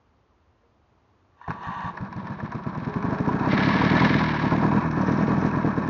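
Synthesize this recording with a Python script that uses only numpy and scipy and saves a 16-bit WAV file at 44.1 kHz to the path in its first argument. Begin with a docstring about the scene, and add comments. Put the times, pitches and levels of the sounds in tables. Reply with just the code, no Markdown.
"""Paved drive: an old two-cylinder motorcycle is kick-started near a small microphone.
A ratchet whirrs, one cylinder catches, the other joins; the throttle opens once and the engine misses strokes.
Exhaust: a pressure pulse a turn with pipe echoes, silencer boom and gas noise. Gear: dense contacts and
valve knocks through case resonances. Intake: gulps of noise. Also short ringing knocks, a thin tone, a jingle.
Yard echoes follow all of it; far traffic and air lie under it."""
import sys
import numpy as np
from scipy import signal
from scipy.fft import rfft, irfft, next_fast_len
from scipy.io import wavfile
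from scipy.ndimage import uniform_filter1d

SR = 44100
rng = np.random.default_rng(int(sys.argv[2]) if len(sys.argv) > 2 else 0)


def store_pcm(level_fs):
    """Save levels as 16-bit WAV."""
    pcm = np.round(np.clip(level_fs, -1, 1) * 32767).astype(np.int16)
    wavfile.write(sys.argv[1], SR, np.atleast_2d(pcm).T)


def boost_factor(decibels):
    """Convert a level in decibels to a linear amplitude factor."""
    exponent = np.asarray(decibels, float) / 20
    return 10 ** exponent


N = 259749
T = np.arange(N) / SR

# crank speed, one exhaust stroke a turn: (time [s], speed [turns/s])
CRANK_SPEED = [(1.48, 10.2), (1.79, 11.67), (2.124, 13.18), (2.44, 16.57), (2.67, 17.37), (2.91, 22.33),
               (3.235, 26.94), (3.41, 31.56), (3.688, 37.3), (3.82, 36.87), (4.01, 42.38), (4.18, 41.7),
               (4.442, 34.59), (4.56, 38.51), (4.792, 41.79), (4.986, 36.36), (5.221, 41.41), (5.34, 41.79),
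               (5.52, 41.21), (5.66, 39.09), (5.79, 36.66), (5.89, 36.51)]
# regular firing: (first [s], last [s], spacing [turns], first level [dB], last level [dB])
STRONG_FIRINGS = [(1.486, 1.486, 2, -26.5, -26.5), (1.673, 2.163, 2, -28, -25.5),
                  (2.302, 2.774, 2, -22.5, -20), (2.87, 3.048, 2, -17, -17), (3.126, 3.533, 2, -13.5, -9.5),
                  (3.59, 3.807, 2, -13, -13), (3.862, 4.153, 2, -9.5, -10), (4.468, 4.774, 2, -12, -11.5),
                  (4.977, 5.475, 2, -13.5, -14.5), (5.571, 5.888, 4, -12.5, -12.5)]
WEAK_FIRINGS = [(2.235, 2.235, 4, -29.5, -29.5), (2.825, 3.086, 6, -25, -18), (3.311, 3.441, 4, -18, -19),
                (3.619, 3.673, 2, -18, -11), (3.835, 4.034, 4, -10.5, -12), (4.438, 4.75, 4, -13, -13),
                (5.005, 5.307, 4, -16, -12.5), (5.451, 5.451, 4, -12, -12), (5.648, 5.648, 4, -13, -13),
                (5.861, 5.861, 4, -17, -17)]
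# pulse running to and fro in pipe and silencer:
# (delay when warm [ms], height when cold [ratio], height when warm [ratio], height after a miss [ratio])
PIPE_ECHOES = [(6.68, 1.47, 0.53, .15), (10.91, 0.79, 0.39, .05), (13.03, 0.66, .0, 0.25),
               (15.49, 0.32, 0.37, 0.0042), (20.22, 0.33, 0.25, 0.17), (25.6, .2, 0.16, 0.059)]
# silencer resonances: (frequency [Hz], width [Hz], level [dB])
SILENCER_MODES = [(118, 184, -10), (195.4, 17, 11.5), (240.6, 49, -5), (285, 26, -13.5), (684, 120, -15.5)]
# header pipe resonances: (frequency [Hz], width [Hz], level [dB])
HEADER_MODES = [(400, 97, -0.5), (667, 170, -2.5)]
# crankcase and cover resonances: (frequency [Hz], width [Hz], level [dB])
CASE_MODES = [(627, 136, 4), (967, 122, 12.5), (1135, 94, 9.5), (1287, 131, 4), (1644, 266, 4),
              (1823, 163, 2), (2210, 200, -10.5), (2554, 110, -8), (3885, 120, -21.5), (4400, 95, -23),
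              (5410, 590, -29.5), (6360, 42, -38.5)]
# gear clatter spectrum: (frequency [Hz], density [dB per Hz])
CLATTER_SPECTRUM = [(210, -16), (350, 15.5), (560, 4), (819, -26), (1000, 8.5), (1210, -10.5), (1650, -24),
                    (2470, -24.5), (3030, -43), (5430, -50), (7270, -48.5), (9450, -96.5), (16000, -120)]
# intake roar spectrum: (frequency [Hz], density [dB per Hz])
INTAKE_SPECTRUM = [(710, -28.5), (1200, -15), (1300, 1.5), (1520, -10), (1710, 4), (1960, -2), (2210, -3),
                   (2590, -9.5), (3300, -12.5), (3830, -12), (4150, -15), (4430, -13.5), (4650, -19.5),
                   (5500, -25), (5900, -31), (7270, -53.5), (9450, -71.5), (16000, -120)]
# frame shudder spectrum: (frequency [Hz], density [dB per Hz])
FRAME_SPECTRUM = [(25, -9), (60, -9.5), (110, -3.5), (190, 8.5), (300, -4), (450, -29), (800, -55)]
# gear level laws: (full speed, throttle shut [dB], speed slope [dB/octave], added at open throttle [dB],
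# added when every turn fires [dB], slope as the listener steps away [dB/s])
CLATTER_LAW = (-29.5, 9.5, 1, 1.5, -2.5)
INTAKE_LAW = (-48.5, 6, 17, 4, -1.9)
# valve gear over two turns: (turns after the strong stroke [turns], relative level [dB], tilt [dB/octave])
VALVE_HITS = [(.0, 3, 7), (.49, 5, 5), (.75, 2, -3.5), (1.33, 0, -2), (1.5, 8.5, 6), (1.57, 5, 1)]
# ratchet slipping as the lever swings down and back: (full from [s], to [s], level [dB], swell [dB/s])
RATCHET_SLIPS = [(1.423, 1.48, -51, 328), (1.501, 1.51, -38.5, 597), (1.655, 1.891, -34, 152)]
# ratchet resonances: (frequency [Hz], width [Hz], level [dB])
RATCHET_MODES = [(788, 158, -2.5), (947, 78, 7.5), (1030, 66, 7), (1143, 26, 9.5), (1590, 210, -5.5),
                 (1860, 100, -3.5), (2320, 1000, -24), (2900, 410, -17), (3640, 190, -21), (4470, 110, -28),
                 (5830, 190, -41)]
# knocks of lever, stop and loose parts: (time [s], relative level [dB], tilt [dB/octave])
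LEVER_KNOCKS = [(1.411, -37, 0.5), (1.479, -26.5, -0.5), (1.503, -20.5, 2.5), (1.512, -27, 0.5)]
# short ringing knocks (lever thuds, valve clacks, loose parts, one faint early hoot):
# (time [s], relative level [dB], pitch [Hz], t60 [s])
RINGING_KNOCKS = [(0.634, -54, 470, 0.21), (1.44, -44, 1030, 0.074), (1.441, -38, 1790, 0.05),
                  (1.477, -22, 710, 0.063), (1.483, -25, 400, 0.1), (1.503, -29, 460, 0.069),
                  (1.834, -27.5, 1000, .07), (1.855, -29.5, 976, 0.08), (1.974, -23, 1840, 0.028),
                  (1.975, -26.5, 1710, 0.036), (2.126, -26.5, 993, .052), (2.128, -33.5, 1630, .05),
                  (2.274, -34, 1740, 0.051), (2.401, -22, 1726, 0.034), (2.524, -27, 964, 0.068),
                  (3.025, -20.5, 996, 0.072), (3.287, -12.5, 981, 0.084), (3.815, -10.5, 952, 0.04),
                  (4.017, -8.5, 994, 0.088), (4.529, -15, 1013, 0.076), (4.632, -13, 964, 0.096),
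                  (4.689, -23, 1100, 0.099), (4.716, -16.5, 975, 0.087), (4.77, -15.5, 975, 0.075)]
# partials of a ringing knock: (multiple of pitch [ratio], level [dB])
RINGING_PARTIALS = [(1.0, -0.5), (1.09, -13), (.8, -8)]
# loose plate, one row: (start pitch [Hz], end pitch [Hz], level [dB])
PLATE_TONE = (415, 425, -40)
# small loose part, resonances: (frequency [Hz], width [Hz], level [dB])
JINGLE_MODES = [(4860, 120, -6), (5260, 90, 2), (5650, 110, 1.5), (5900, 40, 4), (6130, 90, -6),
                (6400, 150, -10)]
# small loose part, level curve: (time [s], level [dB])
JINGLE_LEVEL = [(4.7, -76), (4.9, -67), (5.08, -59.5), (5.2, -54.5), (5.32, -64), (5.45, -62.5), (5.6, -73),
                (5.89, -76)]
# paving, hedge and wall echoes: (delay [ms], level [dB])
YARD_ECHOES = [(6.1, -19), (17.0, -35.5), (31.0, -38.5), (47.0, -24)]
# far traffic and air spectrum: (frequency [Hz], density [dB per Hz])
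AIR_SPECTRUM = [(12, -58), (20, -20), (76, -1.5), (124, -7), (167, -17), (208, -12), (448, -16.5),
                (482, -17), (532, -18), (1090, -17.5), (1610, -26.5), (7270, -44.5), (9450, -85),
                (16000, -120)]

FULL_SPEED_PER_S = 40
STEP_AWAY_S = 4.5   # the listener steps away from here on
OPEN_S, OPENING_S = 3.465, 0.055   # throttle snaps open
SHUT_S, SHUTTING_S = 4.326, 0.35   # and closes slowly
CROWDED_LOSS_DB, FIRING_SPREAD_DB = 2.5, 1.0   # loss on the turn after a weak firing; chance of each stroke
WARM_FROM_S, WARM_BY_S = 1.85, 3.5   # pipe gas heats up, fast at first
COLD_STRETCH = 1.698   # echo delays, cold over warm
PULSE_WARM_MS, PULSE_SKEW, ECHO_SPREAD = 1.078, .35, .06
PUFF_DB, PUFF_DB_PER_OCTAVE = -24.5, 11   # unfired stroke at full speed; slope with speed
PUFF_LATE_MS, PUFF_WIDENING = 4.0, .05
PUFF_OPEN_DB, PUFF_AWAY_DB_PER_S = 1, -2   # fuller at open throttle, fainter with distance
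COAST_GAIN_DB, COAST_TURNS, COAST_FADE_DB = 17, 2.36, 1.1   # puffs swell over misses, less a fade per turn
SLUG_COLD, SLUG_WARM, SLUG_MISS, SLUG_WARM_MS = 0.54, -0.27, -0.16, 2.75   # push while cold, suction when hot
BOOM_DB, BOOM_MS = -15.5, 24.4   # relative to the firing
SPIT_DB, SPIT_COLD_DB, SPIT_MS = -13, -5.5, 8.7   # relative to the firing; cold gas tears less
RING_COLD_DB, RING_WARM_DB = -2.5, -6.5
LOAD_S = 0.086   # averaging time of the firings that load the gear
COVER_BAND_HZ, COVER_DB_PER_OCTAVE = (1400, 3600), 5.5   # covers ring up with speed
VALVE_OPEN_DB = 4.5   # tappets hit harder at open throttle
SHUDDER_DB, SHUDDER_DB_PER_OCTAVE = -4, -1.8   # over the clatter at full speed; stands out at low speed
SNAP_DB, SNAP_TURN = 4, 1.52   # inrush snaps once in two turns, as an inlet valve shuts
RATCHET_STOP_DB_PER_S = 354.5
RINGING_RISE_S, CONTACT_DB = .0007, -3.5   # rise of the ring; relative level of the contact
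PLATE_FROM_S, PLATE_TO_S = 2.85, 3.52
AIR_DB = -63
MIC_LOW_HZ, MIC_TOP_HZ, MIC_LIMIT = 50.6, 7744, .62


def rms_one(x):
    """Scale to unit power."""
    return x / np.sqrt(np.mean(x ** 2) + 1e-20)


def in_time(rows):
    """Each column of a table as a curve over all samples."""
    s, *columns = np.transpose(rows)
    return [np.interp(T, s, c) for c in columns]


def ramp(from_s, length_s):
    """Straight rise from 0 to 1."""
    return np.clip((T - from_s) / length_s, 0, 1)


def drift(rate_hz):
    """Slow chance with spread about 1: straight lines between random points."""
    steps = rng.standard_normal(int(N * rate_hz / SR) + 2)
    return np.interp(T * rate_hz, np.arange(len(steps)), steps) * np.sqrt(3 / 2)


def grains(per_s, spread_db):
    """Random clicks of uneven size and sign; unit power."""
    sizes = boost_factor(spread_db * np.minimum(rng.exponential(1, N), 4)) * rng.choice([-1, 1], N)
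    return rms_one(sizes * (rng.random(N) < per_s / SR))


def burst(level_db, at_s, decay_ms):
    """Envelope that rises fast at each time and dies away."""
    kicks = np.zeros(N)
    np.add.at(kicks, np.clip((at_s * SR).astype(int), 0, N - 1), boost_factor(level_db))
    fall, rise = np.exp(-1000 / (np.array([decay_ms, decay_ms / 5]) * SR))
    return signal.lfilter([1 - rise], np.convolve([1, -fall], [1, -rise]), kicks + 1e-18)


def coloured(x, spectrum):
    """Weight x by a spectrum in the frequency domain; unit power."""
    hz, db = np.transpose(spectrum)
    size = next_fast_len(N)
    log_hz = np.log(np.arange(size // 2 + 1) * SR / size + 1)
    gain = boost_factor(np.interp(log_hz, np.log(hz), db))
    return rms_one(irfft(rfft(x, size) * gain, size)[:N])


def resonances(x, modes):
    """Parallel two-pole resonators with alternating signs."""
    out = 0
    for k, (hz, width_hz, db) in enumerate(modes):
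        r = np.exp(-np.pi * width_hz / SR)
        a = [1, -2 * r * np.cos(2 * np.pi * hz / SR), r * r]
        b = [(1 - r * r) / 2, 0, (r * r - 1) / 2]
        out = out + (-1) ** k * boost_factor(db) * signal.lfilter(b, a, x + 1e-18)
    return out


def knock(at_s, level_db, tilt_db, decay_ms):
    """Short steel contacts into the crankcase; its resonances are tilted about 1 kHz."""
    tilted = [(hz, width_hz, db + tilt_db * np.log2(hz / 1000)) for hz, width_hz, db in CASE_MODES]
    return resonances(burst(level_db, at_s, decay_ms) * rng.standard_normal(N), tilted)


def crank():
    """Turns since the first stroke, and the level in dB of each turn's firing (nan where it misses)."""
    turns = np.cumsum(in_time(CRANK_SPEED)[0]) / SR
    turns = turns - np.interp(STRONG_FIRINGS[0][0], T, turns)
    strong, weak = np.full((2, int(turns[-1]) + 1), np.nan)
    for level_db, runs in ((strong, STRONG_FIRINGS), (weak, WEAK_FIRINGS)):
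        for first_s, last_s, every, first_db, last_db in runs:
            first, last = np.round(np.interp([first_s, last_s], T, turns)).astype(int)
            picked = np.arange(first, last + 1, round(every))
            level_db[picked] = np.linspace(first_db, last_db, len(picked))
    strong[1:] -= CROWDED_LOSS_DB * np.isfinite(weak[:-1])
    return turns, np.fmax(strong, weak)


def speed_octaves():
    """Crank speed in octaves re full speed."""
    return np.log2(in_time(CRANK_SPEED)[0] / FULL_SPEED_PER_S)


def throttle():
    """Throttle opening, 0 to 1."""
    return ramp(OPEN_S, OPENING_S) - ramp(SHUT_S, SHUTTING_S)


def puff_levels(at_s, fired):
    """Unfired stroke levels in dB: speed, misses in a row, throttle and distance set them."""
    count = np.arange(len(fired))
    missed = count - np.maximum.accumulate(count * fired)
    speed = np.interp(at_s, *np.transpose(CRANK_SPEED))
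    db = PUFF_DB + PUFF_DB_PER_OCTAVE * np.log2(speed / FULL_SPEED_PER_S)
    db += COAST_GAIN_DB * (1 - np.exp(-missed / COAST_TURNS)) - COAST_FADE_DB * missed
    db += PUFF_OPEN_DB * np.interp(at_s, T, throttle())
    return db + PUFF_AWAY_DB_PER_S * np.maximum(at_s - STEP_AWAY_S, 0)


def stroke_pulse(span, fired, heat, echo_chance):
    """Dip, bang, dip radiated by the open end, with pipe echoes (later in cold gas) and a slow gas slug."""
    delay_ms, cold, warm, after_miss = np.transpose(PIPE_ECHOES)
    stretch = COLD_STRETCH + heat * (1 - COLD_STRETCH)
    heights = cold + heat ** 1.3 * (warm - cold) if fired else after_miss
    heights = heights + ECHO_SPREAD * echo_chance
    soft = 0 if fired else 1   # unburnt charge leaves later and more gently
    ms = span * 1000 / SR - np.append(0, delay_ms * stretch)[:, None] - soft * PUFF_LATE_MS
    u = ms / (PULSE_WARM_MS * stretch ** 0.81 * (1 + PUFF_WIDENING * soft))
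    shape = (1 - u * u + PULSE_SKEW * (1 - 2 * soft) * u) * np.exp(-u * u / 2)
    front = (ms + 0.97) / 0.5
    shape += fired * heat * 0.22 * front * np.exp(-front ** 2 / 2)   # hot gas steepens the rising edge
    push = SLUG_COLD + min(2 * heat, 1) * (SLUG_WARM - SLUG_COLD) if fired else SLUG_MISS
    slug = (ms[0] / (SLUG_WARM_MS * stretch) - 1) ** 2
    return np.append(1, heights) @ shape + push * (1 - slug) * np.exp(-slug / 2)


def exhaust(turns, fired_db):
    """A pressure pulse a turn rings the silencer; firings add its random boom and gas tearing past the valve."""
    warmth = 1 - (1 - ramp(WARM_FROM_S, WARM_BY_S - WARM_FROM_S)) ** 1.5
    count = np.arange(len(fired_db))
    at_s = np.interp(count, turns, T)
    fired = np.isfinite(fired_db)
    chance = rng.standard_normal((len(count), len(PIPE_ECHOES) + 1))
    level_db = np.where(fired, fired_db, puff_levels(at_s, fired)) + FIRING_SPREAD_DB * chance[:, 0]
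    out, span = np.zeros(N + 4000), np.arange(-400, 3000)
    for k in count:
        heat = np.clip(np.interp(at_s[k], T, warmth), 0, 1)
        pulse = stroke_pulse(span, fired[k], heat, chance[k, 1:])
        out[round(at_s[k] * SR) + span] += boost_factor(level_db[k]) * pulse
    pulses = out[:N]
    ring_gain = boost_factor(RING_COLD_DB + warmth * (RING_WARM_DB - RING_COLD_DB))
    ring = ring_gain * resonances(pulses, SILENCER_MODES)
    boom = rms_one(resonances(rng.standard_normal(N), SILENCER_MODES))
    boom = boom * burst(level_db[fired] + BOOM_DB, at_s[fired] + 0.00088, BOOM_MS)
    # the header pipe barks as the valve opens
    spit = rms_one(resonances(rng.standard_normal(N), HEADER_MODES))
    spit = spit * burst(level_db[fired] + SPIT_DB, at_s[fired] - .002, SPIT_MS)
    return pulses + ring + boom + boost_factor(SPIT_COLD_DB * (1 - warmth)) * spit


def gear_levels(turns, fired_db):
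    """Clatter and intake levels in dB follow speed, throttle, load and distance."""
    firing = np.isfinite(fired_db)[np.clip(turns, 0, None).astype(int)]
    load = uniform_filter1d(firing * 1., size=int(LOAD_S * SR))
    away_s = np.maximum(T - STEP_AWAY_S, 0)
    causes = [np.ones(N), speed_octaves(), throttle(), load, away_s]
    return [np.array(law) @ causes for law in (CLATTER_LAW, INTAKE_LAW)]


def valve_beat(turns):
    """Tappets knock the case, each once in two turns; they stand out most at low speed."""
    pairs = np.arange(0, turns[-1], 2)
    chance = rng.standard_normal((len(pairs), len(VALVE_HITS)))
    out = 0
    for k, (turn, db, tilt_db) in enumerate(VALVE_HITS):
        at_s = np.interp(pairs + turn + 0.0046 * chance[:, k - 1], turns, T)
        out = out + knock(at_s, db + 2.0 * chance[:, k] + 13.0, tilt_db, 2.85)
    return out * np.clip(8.5 / in_time(CRANK_SPEED)[0], 0, 1) ** 1.14


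def gear_clatter(turns):
    """Dense metal contacts, swelling with the turns, ring case and covers; valve hits are added."""
    swell_db = 0.58 * np.cos(2 * np.pi * (turns - .5)) + 0.56 * np.cos(np.pi * (turns - .2))
    contacts = grains(4000, 2.04) * boost_factor(2.0 * drift(40) + swell_db)
    rung = rms_one(resonances(contacts, CASE_MODES))
    clatter = rms_one(rung + boost_factor(-8.5) * coloured(contacts, CLATTER_SPECTRUM))
    covers = signal.sosfilt(signal.butter(2, COVER_BAND_HZ, "band", fs=SR, output="sos"), clatter)
    cover_gain = boost_factor(COVER_DB_PER_OCTAVE * speed_octaves())
    return clatter + (cover_gain - 1) * covers + boost_factor(VALVE_OPEN_DB * throttle()) * valve_beat(turns)


def frame_shudder():
    """Low noise of the shaking frame, of wavering level."""
    level_db = SHUDDER_DB + SHUDDER_DB_PER_OCTAVE * speed_octaves() + 2.0 * drift(30)
    return boost_factor(level_db) * coloured(rng.standard_normal(N), FRAME_SPECTRUM)


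def intake_roar(turns):
    """Air rushes into the carburettor in gulps, partly through the case resonances."""
    snap_db = SNAP_DB * np.exp(-3.0 * ((turns - SNAP_TURN) % 2))
    gulp_db = 2.0 * np.cos(2 * np.pi * (turns - .45)) + 1.2 * drift(60) + snap_db
    rush = grains(4500, 3.0) * boost_factor(gulp_db)
    level_modes = [(hz, width_hz, 0) for hz, width_hz, db in CASE_MODES]
    return coloured(rush + boost_factor(-9.0) * resonances(rush, level_modes), INTAKE_SPECTRUM)


def running_gear(turns, fired_db):
    """Clatter, shudder and intake roar at their running levels, from the first stroke on."""
    clatter_db, intake_db = gear_levels(turns, fired_db)
    mechanical = boost_factor(clatter_db) * (gear_clatter(turns) + frame_shudder())
    return ramp(STRONG_FIRINGS[0][0], 0.012) * (mechanical + boost_factor(intake_db) * intake_roar(turns))


def starter_lever():
    """Ratchet teeth slip in a steady whirr of ringing grains; single knocks hit the case."""
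    slip = 0
    for full_s, stop_s, db, swell in RATCHET_SLIPS:
        before_db = swell * np.maximum(full_s - T, 0)
        after_db = RATCHET_STOP_DB_PER_S * np.maximum(T - stop_s, 0)
        slip = slip + boost_factor(db - before_db - after_db)
    grind = resonances(grains(5000, 1.0), RATCHET_MODES)
    even = grind / uniform_filter1d(grind ** 2 + 1e-20, size=400) ** .3   # teeth alike in force
    knocks = sum(knock(np.array([s]), db + 6.5, tilt_db, 3.9) for s, db, tilt_db in LEVER_KNOCKS)
    return slip * rms_one(even) + knocks


def ringing_knocks():
    """Short ringing knocks: a few decaying partials start at once, with a noise contact in the case."""
    out = np.zeros(N)
    all_phases = rng.uniform(0, 2 * np.pi, (len(RINGING_KNOCKS), len(RINGING_PARTIALS)))
    for (s, db, hz, t60_s), phases in zip(RINGING_KNOCKS, all_phases):
        since = np.clip(T - s, 0, 1)
        fade = (1 - np.exp(-since / RINGING_RISE_S)) * boost_factor(db - 5.5 - 60 * since / t60_s)
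        out += fade * sum(boost_factor(part_db) * np.sin(2 * np.pi * hz * part * since + phase)
                          for (part, part_db), phase in zip(RINGING_PARTIALS, phases))
    s, db = np.transpose(RINGING_KNOCKS)[:2]
    return out + knock(s, db + CONTACT_DB, 2.2, 1.8)


def loose_plate():
    """A thin sine that wavers in pitch and level and fades in and out."""
    first_hz, last_hz, db = PLATE_TONE
    hz = np.interp(T, (PLATE_FROM_S, PLATE_TO_S), [first_hz, last_hz]) + 4.0 * drift(30)
    on = ramp(PLATE_FROM_S, 0.035) - ramp(PLATE_TO_S - .2, 0.25)
    return np.sqrt(2) * on * boost_factor(db + 2.0 * drift(28.0)) * np.sin(2 * np.pi * np.cumsum(hz) / SR)


def jingle(turns):
    """Uneven small contacts, thickest once in two turns, ring thin high modes."""
    shaken = grains(500, 5.1) * boost_factor(4.6 * np.cos(np.pi * (turns - 1.5)) + 2.6 * drift(24))
    level = boost_factor(in_time(JINGLE_LEVEL)[0]) * ramp(JINGLE_LEVEL[0][0], .05)
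    return level * rms_one(resonances(shaken, JINGLE_MODES))


def yard(x):
    """Add a few dull echoes off the paving and its borders."""
    dull = signal.sosfilt(signal.butter(1, 2500, fs=SR, output="sos"), x)
    return x + sum(boost_factor(db) * np.interp(T - ms / 1000, T, dull, left=0) for ms, db in YARD_ECHOES)


def far_air():
    """Far traffic and air: coloured noise of slowly drifting level."""
    return boost_factor(AIR_DB + 0.84 * drift(3.3)) * coloured(rng.standard_normal(N), AIR_SPECTRUM)


def scene():
    """Engine, starter, knocks and loose parts in the yard, over far traffic."""
    turns, fired_db = crank()
    engine = exhaust(turns, fired_db) + running_gear(turns, fired_db)
    near = engine + starter_lever() + ringing_knocks() + loose_plate() + jingle(turns)
    return (yard(near) + far_air())[None]


def low_pass(x):
    """Removes everything above the highest recorded frequency."""
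    return signal.sosfilt(signal.butter(12, 7420, fs=SR, output="sos"), x)


def record(dry):
    """A small microphone: little bass, rounded peaks, steep top cut."""
    x = signal.sosfilt(signal.butter(2, MIC_LOW_HZ, "high", fs=SR, output="sos"), dry)
    x = MIC_LIMIT * np.tanh(x / MIC_LIMIT)
    x = signal.sosfilt(signal.cheby2(14, 60, MIC_TOP_HZ, fs=SR, output="sos"), x)
    return low_pass(x)


dry = scene()
out = record(dry)
store_pcm(out)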